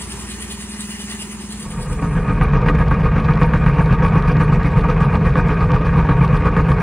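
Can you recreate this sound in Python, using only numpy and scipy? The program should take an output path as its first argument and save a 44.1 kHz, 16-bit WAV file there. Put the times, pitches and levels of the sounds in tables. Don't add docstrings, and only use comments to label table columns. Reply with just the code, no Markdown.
import sys
import numpy as np
from scipy import signal
from scipy.fft import rfft, irfft, next_fast_len
from scipy.io import wavfile
from scipy.ndimage import uniform_filter1d, map_coordinates

SR = 44100
rng = np.random.default_rng(int(sys.argv[2]) if len(sys.argv) > 2 else 0)


def generate_wav(sig):
    pcm = np.round(np.clip(np.atleast_2d(sig).T, -1, 1) * 32767).astype(np.int16)
    wavfile.write(sys.argv[1], SR, pcm)


N = 300762


def amp(db):
    return 10 ** (np.asarray(db) / 20)


def unit(x):
    return x / np.sqrt(np.mean(x ** 2) + 1e-20)


def clock():
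    return np.arange(N) / SR


def along(curve, s):
    return np.interp(s, *np.transpose(curve))


def wobble(rate_hz):
    knots = rng.standard_normal(int(N * rate_hz / SR) + 4)
    return map_coordinates(knots, [clock() * rate_hz])


def uneven(s, spread_db):
    return spread_db * rng.standard_normal(len(s))


def filtered(x, response):
    m = next_fast_len(N + SR // 2)
    return irfft(rfft(x, m) * response(np.fft.rfftfreq(m, 1 / SR)), m)[..., :N]


def high_pass(x, edge_hz):
    return filtered(x, lambda hz: 1 - 1 / (1 + (hz / edge_hz) ** 10))


def coloured(x, spectrum):
    f, db = np.transpose(spectrum)
    return unit(filtered(x, lambda hz: amp(np.interp(np.log(hz + 1), np.log(f), db))))


def resonance(hz, centre_hz, width_hz):
    damping = 1j * hz * width_hz
    return damping / (centre_hz * centre_hz - hz * hz + damping)


def resonances(x, modes):
    top_hz = 2.0 * modes[-1][0]

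    def response(hz):
        body = sum((-1) ** k * amp(db) * resonance(hz, c, w) for k, (c, w, db) in enumerate(modes))
        return body / np.sqrt(1 + (hz / top_hz) ** 10)

    return unit(filtered(x, response))


def notched(x, dips, depth_db):
    def response(hz):
        return np.prod([1 - (1 - amp(depth_db)) * resonance(hz, c, w) for c, w in dips], axis=0)

    return filtered(x, response)


def shifting(x, depth_db, span_hz, span_s):
    z = signal.stft(x, nperseg=256)[2]
    bins = max(2, round(span_hz * 256 / SR))
    frames = max(2, round(span_s * SR / 128))
    field = uniform_filter1d(rng.standard_normal(z.shape), bins, axis=0)
    field = uniform_filter1d(field, frames, axis=1)
    out = signal.istft(z * amp(depth_db * unit(field)), nperseg=256)[1][:N]
    return np.std(x) * unit(out)


def add(track, s, sound):
    start = round(s * SR)
    part = sound[max(-start, 0):max(N - start, 0)]
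    track[max(start, 0):][:len(part)] += part


def strokes(times, levels_db, modes, attack_s, scatter, vary_db):
    track, t = np.zeros(N), np.arange(SR // 3) / SR
    for s, stroke_db in zip(times, levels_db):
        ring = np.zeros(len(t))
        for hz, mode_db, t60_s in modes:
            louder, sharper = rng.standard_normal(2)
            decay = amp(mode_db + vary_db * louder - 60 * t / t60_s)
            ring += decay * np.sin(2 * np.pi * hz * (1 + scatter * sharper) * t)
        add(track, s, amp(stroke_db) * ring * (1 - np.exp(-t / attack_s)))
    return track


def bursts(times, levels_db, rise_s, hold_s, t60_s):
    track, t = np.zeros(N), np.arange(SR // 3) / SR
    for s, db in zip(times, levels_db):
        decay = amp(db - 60 * np.maximum(t - hold_s, 0) / t60_s)
        add(track, s, decay * (1 - np.exp(-t / rise_s)))
    return track


def contacts(rate_hz, spread_db, smooth):
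    hits = (rng.random(N) < rate_hz / SR) * rng.choice([-1, 1], N)
    hits = hits * amp(spread_db * rng.standard_normal(N))
    return unit(unit(hits) + smooth * rng.standard_normal(N))


def turns(first_s, speed):
    t = first_s + clock()
    angle_turns = np.cumsum(along(speed, t)) / SR
    return np.interp(np.arange(int(angle_turns[-1]) + 1), angle_turns, t)


# [pitch_hz, relative_db]
STREET_SPECTRUM = [(45, -32), (130, -4.5), (270, -13), (400, -7), (500, -24), (620, -27), (740, -22),
                   (1000, -16), (1500, -24.5), (1900, -24), (2250, -24), (2900, -27.5), (4500, -34.5),
                   (7000, -58)]
# [time_s, relative_db]
STREET_LEVEL = [(0, -39.5), (.2, -41.5), (.5, -42.5), (1, -46.5), (1.4, -43), (2.4, -50)]


def street_wash():
    wash = coloured(rng.standard_normal(N) + .5 * rng.standard_normal((2, N)), STREET_SPECTRUM)
    return wash * amp(along(STREET_LEVEL, clock()) + 4.0 + 0.93 * wobble(30.1))


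def house_fronts(x, count):
    walls = np.zeros((2, SR // 25))
    for ear in walls:
        ear[rng.integers(SR // 500, len(ear), count)] = rng.standard_normal(count)
        ear /= np.linalg.norm(ear)
    return signal.fftconvolve(x[None], walls, axes=1)[:, :N]


# [peak_s, level_db]
PUFFS = [(.021, -28.5), (.121, -27.5), (.216, -30), (0.315, -28.5), (.423, -27.5), (.518, -28.5),
         (.622, -28.5), (.718, -32.5), (0.814, -27), (.920, -27), (1.015, -28.5), (1.121, -26.5),
         (1.22, -25), (1.327, -31.5), (1.426, -35), (1.527, -29.5), (1.628, -28), (1.718, -31),
         (1.827, -29), (1.930, -30), (2.040, -39), (2.137, -35.5)]
# [pitch_hz, relative_db]
HISS_SPECTRUM = [(500, -9.5), (1500, -9), (1900, -1), (2300, -11), (2900, -1), (3600, -3), (4800, -5),
                 (6500, -8), (8500, 1), (10000, 2.5), (11200, -24), (15000, -12)]
# [pitch_hz, relative_db]
LEAK_SPECTRUM = [(250, -10), (600, -7), (1000, 0.5), (1500, -3.5), (1900, 4), (2250, -3), (2900, -2.5),
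                 (3600, -6), (4800, -3.5), (6500, -2), (8500, -1), (10000, 0), (11200, -21), (15000, -12)]
# [time_s, level_db]
LEAK_LEVEL = [(0, -37), (.65, -39.5), (.85, -37), (1.2, -37), (1.35, -40.5), (2.24, -42)]
# [pitch_hz, width_hz, relative_db]
JET_MODES = [(1960, 70, 0), (2466, 50, 1), (2813, 75, 1.5), (2966, 30, 2.5), (3440, 54, -7),
             (5130, 150, -12), (7060, 16, -3), (8470, 50, -4)]
# [time_s, level_db]
JET_LEVEL = [(0, -51.5), (.6, -49.5), (.72, -51.5), (.93, -44.5), (1.05, -48.5), (1.2, -45), (1.35, -56),
             (2.2, -58)]


def far_steam():
    swell_s = 0.04
    peak_s, puff_db = np.transpose(PUFFS)
    open_s = peak_s - swell_s
    puffs = bursts(open_s, puff_db, rise_s=0.043, hold_s=swell_s + 0.0031, t60_s=0.045)
    puffs *= coloured(contacts(rate_hz=1700, spread_db=2, smooth=1.2), HISS_SPECTRUM)
    leak = amp(along(LEAK_LEVEL, clock())) * coloured(rng.standard_normal(N), LEAK_SPECTRUM)
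    hiss = amp(1.2 * wobble(120)) * (puffs + leak)
    surge = unit(0.48 + bursts(open_s, np.zeros(len(open_s)), rise_s=.02, hold_s=0.049, t60_s=0.099))
    song = surge * amp(along(JET_LEVEL, clock())) * resonances(rng.standard_normal(N), JET_MODES)
    steam = shifting(hiss, depth_db=2.5, span_hz=700, span_s=0.03) + song
    shift_s = .000054 * np.array([[1], [-1]])
    direct = filtered(steam, lambda hz: np.exp(2j * np.pi * hz * shift_s))
    return direct + amp(-4.5) * house_fronts(steam, count=16)


# [time_s, turns_per_s]
FAR_SPEED = [(0, 9.979)]
# [start_s, end_s]
DISSOLVE = (1.51, 2.514)


def far_turns():
    s = turns(first_s=-.067, speed=FAR_SPEED)
    return s[s < DISSOLVE[1]]


# [pitch_hz, relative_db, t60_s]
FAR_CHIMNEY = [(207.4, 7, 0.115), (195, -4, 0.085)]
# [time_s, relative_db]
FAR_CHUFF_LEVEL = [(0, -27), (.5, -26.5), (.8, -23), (1.1, -24.5), (1.6, -24)]
# [pitch_hz, relative_db, t60_s]
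FAR_OVERTONE = [(405, 0, .11)]
# [time_s, level_db]
FAR_OVERTONE_LEVEL = [(0, -41), (.5, -36.5), (.85, -39), (1.35, -35), (1.7, -37)]
# [pitch_hz, relative_db, t60_s]
FAR_BOILER = [(59.4, 2, 0.53), (69.8, -6, 0.39), (79.3, 1, 0.31), (127, -15, .12)]
# [time_s, relative_db]
FAR_THROB_LEVEL = [(0, -32.5), (.5, -33.5), (.8, -39.5), (1.05, -35.5), (1.25, -40), (1.6, -34.5),
                   (2.24, -41)]


def far_exhaust():
    return_db, return_s = -0.5, .053
    s = far_turns()
    both_s = np.concatenate([s, s + return_s])
    both_db = along(FAR_CHUFF_LEVEL, both_s) + np.repeat([0, return_db], len(s))
    chuffs = strokes(both_s, both_db, FAR_CHIMNEY, attack_s=.011, scatter=.01, vary_db=1.1)
    overtone_db = along(FAR_OVERTONE_LEVEL, both_s)
    overtone = strokes(both_s, overtone_db, FAR_OVERTONE, attack_s=.006, scatter=.009, vary_db=1.1)
    throb_db = along(FAR_THROB_LEVEL, s) + 3
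    throb = strokes(s, throb_db, FAR_BOILER, attack_s=.012, scatter=.003, vary_db=.5)
    return chuffs + overtone + throb


def from_street():
    return high_pass(far_exhaust() + street_wash(), edge_hz=50) + far_steam()


# [time_s, turns_per_s]
NEAR_SPEED = [(2.7, 7.896), (4.6, 8.234), (6.8, 8.407)]


def near_turns():
    effort_db_per_turn_rate = 3.5
    s = turns(first_s=1.648, speed=NEAR_SPEED)
    s = s[s < N / SR]
    speed = along(NEAR_SPEED, s)
    return s, effort_db_per_turn_rate * (speed - speed.mean())


# [start_s, level_db]
SNAPS = [(2.617, -39), (2.751, -34.5), (2.8828, -35.5), (3.257, -39), (3.3555, -36), (3.375, -41),
         (3.4325, -33.5), (3.859, -34), (3.9264, -35), (4.224, -35), (4.3692, -35.5), (4.6318, -35),
         (5.485, -36), (5.718, -31.5), (6.2785, -36.5)]
# [pitch_hz, relative_db]
SNAP_SPECTRUM = [(1000, -14), (2500, 6.5), (3700, 6), (5000, -1), (7000, -9), (9000, -17.5), (11500, -21.5),
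                 (15000, -26)]
# [start_s, level_db]
CLACKS = [(2.453, -41), (2.686, -33), (3.197, -40), (3.243, -38), (3.333, -35.5), (3.946, -39.5),
          (4.08, -38.5), (4.806, -41), (4.897, -34.5), (5.153, -38), (5.738, -41), (6.245, -31.5),
          (6.365, -36.5), (6.715, -37)]
# [pitch_hz, relative_db]
CLACK_SPECTRUM = [(1000, -23), (3000, 4.5), (4000, 0), (4700, -4), (5500, -14.5), (7000, -22), (15000, -40)]


def linkage():
    snaps = bursts(*np.transpose(SNAPS), rise_s=.0001, hold_s=.0004, t60_s=.011)
    snaps *= coloured(rng.standard_normal(N), SNAP_SPECTRUM)
    clacks = bursts(*np.transpose(CLACKS), rise_s=0.0018, hold_s=0.0025, t60_s=0.04)
    clacks *= coloured(contacts(rate_hz=850, spread_db=4, smooth=0.96), CLACK_SPECTRUM)
    patter = amp(-58) * coloured(contacts(rate_hz=400, spread_db=2.5, smooth=0), SNAP_SPECTRUM)
    return snaps + clacks + patter


def plates(x, t60_s, ring_db):
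    t = np.arange(SR // 6) / SR
    tail = rng.standard_normal(len(t)) * amp(-60 * t / t60_s)
    ring = signal.fftconvolve(x, tail / np.linalg.norm(tail))[:N]
    return x + amp(ring_db) * high_pass(ring, edge_hz=1540)


# [time_s, relative_db]
GLAND_FLOW = [(1.65, -54), (2.7, -55), (3.1, -56.5), (3.6, -53), (4.2, -49), (5.1, -48.5), (5.5, -53.5),
              (6.3, -57), (6.7, -50)]
# [pitch_hz, relative_db]
GLAND_SPECTRUM = [(1500, -10.5), (3500, -5.5), (4800, -9), (6400, -11.5), (8400, -16.5), (10200, -14.5),
                  (11200, -25), (15000, -33)]
# [pitch_hz, width_hz, relative_db]
BRASS_MODES = [(3700, 740, 2.5), (4760, 650, 4), (5950, 26, 9), (6800, 110, -10), (7700, 97, -1),
               (8900, 240, -8.5), (9490, 160, 2), (10200, 340, -2.5)]


def valve():
    s, _ = near_turns()
    steam_db = along(GLAND_FLOW, s) + uneven(s, spread_db=.7) - 6.0
    flow = bursts(s - .010, steam_db, rise_s=0.0024, hold_s=0.051, t60_s=0.086)
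    flow += amp(-64.0 + 2.8 * wobble(32))
    droplets = contacts(rate_hz=1400, spread_db=0.0, smooth=0.9)
    spit = flow * amp(1.5 * wobble(65)) * coloured(droplets, GLAND_SPECTRUM)
    sing = flow * amp(-1.5 + 3.0 * wobble(60))
    sing *= resonances(contacts(rate_hz=890, spread_db=1.5, smooth=0.91), BRASS_MODES)
    return shifting(plates(spit, t60_s=0.039, ring_db=-8.0) + sing, depth_db=4.0, span_hz=1500, span_s=0.027)


# [start_s, level_db, tilt_db_per_octave]
KNOCKS = [(2.022, -12, -4.5), (2.288, -21, 1), (2.412, -9.5, 6), (2.534, -13, 1), (2.551, -18.5, -6),
          (2.660, -11.5, -0.5), (2.685, -6, 15), (2.911, -11, 3), (3.036, -18.5, 4), (3.155, -17.5, -2.5),
          (3.285, -10.5, 3), (3.4146, -8, -1), (3.536, -9, 5.5), (3.663, -9, 5), (3.784, -13.5, 7),
          (3.898, -19.5, 4.5), (4.021, -10.5, 0), (4.045, -13.5, 2.5), (4.138, -15.5, 1), (4.154, -14, 0),
          (4.302, -16, -2), (4.352, -17.5, -2.5), (4.524, -13.5, 6), (4.597, -17.5, 1), (4.838, -14, -1),
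          (4.886, -11.5, -4), (5.005, -14, 7), (5.251, -19, -1), (5.3556, -7, 2), (5.705, -14, 2.5),
          (5.733, -14.5, 1), (5.983, -17, 0), (6.089, -10.5, -0.5), (6.455, -16.5, 3), (6.566, -8.5, 1),
          (6.685, -13, 0)]
# [after_power_stroke_s, level_db, tilt_db_per_octave]
TURN_KNOCKS = [(-.003, -17.5, 6.5), (.014, -20, -4), (.073, -24, -3)]


def turn_knocks(s):
    rows = []
    for delay_s, db, tilt in TURN_KNOCKS:
        rows.append(np.column_stack([s + delay_s, db + uneven(s, spread_db=0.5), np.full(len(s), tilt)]))
    rows = np.vstack(rows)
    gap_s = np.abs(rows[:, :1] - np.transpose(KNOCKS)[0]).min(axis=1)
    return rows[gap_s > .007]


# [pitch_hz, width_hz, relative_db]
IRON_MODES = [(281.9, 21.5, 2.5), (436, 35, 0), (497.4, 15.8, 4.5), (734, 125, -7), (925.4, 34.7, 4),
              (1121, 39, 3.5), (1192, 41, 2), (1238.3, 30.5, 4), (1500, 92, -5), (1657, 74, -5),
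              (1885, 33, -7), (2190, 87, -13), (2457, 104, -10), (2800, 70, -18)]


def knocks(times, levels_db, tilts):
    tilt_pivot_hz = 1100
    modes = [(c, db, np.log(1000) / np.pi / width) for c, width, db in IRON_MODES]
    modes.append((1520, 9.5, .009))
    hz, mode_db, t60_s = np.transpose(modes)
    track = np.zeros(N)
    for s, db, tilt in zip(times, levels_db, tilts):
        tipped_db = mode_db + tilt * np.log2(hz / tilt_pivot_hz)
        tipped_db -= 20 * np.log10(np.linalg.norm(amp(tipped_db)))
        tipped = np.column_stack([hz, tipped_db, t60_s])
        track += strokes([s], [db], tipped, attack_s=0.00042, scatter=0.014, vary_db=2.5)
    return track


# [pitch_hz, relative_db]
RATTLE_SPECTRUM = [(200, -24.5), (500, 1), (1950, 2), (2250, 0.5), (2570, -1.5), (2750, -9.5), (3100, -12),
                   (4000, -20), (4700, -25), (5300, -24.5), (6500, -30), (9000, -37.5), (15000, -59.5)]
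# [pitch_hz, width_hz]
IRON_DIPS = [(1335, 77), (2000, 87), (2670, 130)]


def gears():
    s, effort_db = near_turns()
    load_db = -26.5 + effort_db + uneven(s, spread_db=0.45)
    load = bursts(s - .002, load_db, rise_s=0.001, hold_s=0.032, t60_s=0.16)
    back = bursts(s + 0.073, load_db - 3.5, rise_s=.002, hold_s=0.03, t60_s=0.11)
    rolling = amp(-32 + 1.0 * wobble(25))
    knock_s, knock_db, tilts = np.vstack([KNOCKS, turn_knocks(s)]).T
    chatter = bursts(knock_s, knock_db - 12, rise_s=.001, hold_s=.003, t60_s=.08)
    drive = np.sqrt(load ** 2 + back ** 2 + rolling ** 2 + chatter ** 2)
    teeth = drive * contacts(rate_hz=800, spread_db=2.0, smooth=0.76)
    flanks = drive * contacts(rate_hz=600, spread_db=1.5, smooth=0.77)
    rattle = amp(2.0) * resonances(teeth, IRON_MODES) + amp(-7.0) * coloured(flanks, RATTLE_SPECTRUM)
    rattle *= np.std(teeth)
    clatter = shifting(rattle, depth_db=1.88, span_hz=400, span_s=.04) + knocks(knock_s, knock_db, tilts)
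    return notched(clatter, IRON_DIPS, depth_db=-5)


# [pitch_hz, relative_db]
RUMBLE_SPECTRUM = [(13, -31), (22, -18), (48, -8.5), (81, -4), (102, -8), (140, -0.5), (175, -9), (222, -7),
                   (248, -55.5), (284, -21), (350, -28), (419, -15), (488, -17.5), (545, -35.5), (600, -24),
                   (780, -35.5), (1320, -120)]


def rumble():
    return amp(-18.5 + 0.32 * wobble(12)) * coloured(rng.standard_normal(N), RUMBLE_SPECTRUM)


# [pitch_hz, relative_db, t60_s]
FRAME_MODES = [(38, 4.9, 0.4), (56.5, 5.7, 0.2), (86, 14, 0.038)]


def frame_shake():
    s, _ = near_turns()
    even = np.zeros(len(s))
    forth = strokes(s + 0.01693, even - 16.5, FRAME_MODES, attack_s=0.0037, scatter=0.012, vary_db=2.5)
    back = strokes(s + 0.0759, even - 21.5, FRAME_MODES, attack_s=0.005, scatter=0.019, vary_db=2.8)
    return forth - back


# [pitch_hz, relative_db, t60_s]
CHIMNEY_MODES = [(159.8, 3, 0.097), (138.4, -4, 0.16), (205.4, -5.5, 0.035), (273.4, -19, 0.052)]
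# [time_s, relative_db]
BLAST_LEVEL = [(2.5, -2.5), (3.2, -1.5), (3.6, 0), (3.9, -0.5), (4.62, 0.5), (4.8, -2.5), (5.8, -2),
               (6.05, 1.5), (6.8, -4)]


def exhaust():
    s, _ = near_turns()
    blast_db = along(BLAST_LEVEL, s) + uneven(s, spread_db=0.8)
    blasts = strokes(s - .0005, blast_db, CHIMNEY_MODES, attack_s=0.011, scatter=0.012, vary_db=1.13)
    hum_hz = 158.3 * (1 + 0.0552 * wobble(40))
    hum = bursts(s + .035, np.full(len(s), -15.5), rise_s=0.017, hold_s=.07, t60_s=0.065)
    hum *= amp(1.8 * wobble(35)) * np.sin(2 * np.pi * np.cumsum(hum_hz) / SR)
    return blasts + hum


def from_seat():
    low = high_pass(rumble() + frame_shake() + exhaust(), edge_hz=30.0)
    return linkage() + valve() + gears() + low


def scene():
    seat = np.interp(clock(), DISSOLVE, [0, 1])
    return (1 - seat) * from_street() + seat * from_seat()


def record(dry):
    ceiling, top_hz = .95, 15680
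    rounded = dry / (1 + (dry / ceiling) ** 10) ** (1 / 10)
    return filtered(rounded, lambda hz: hz < top_hz)


dry = scene()
out = record(dry)
generate_wav(out)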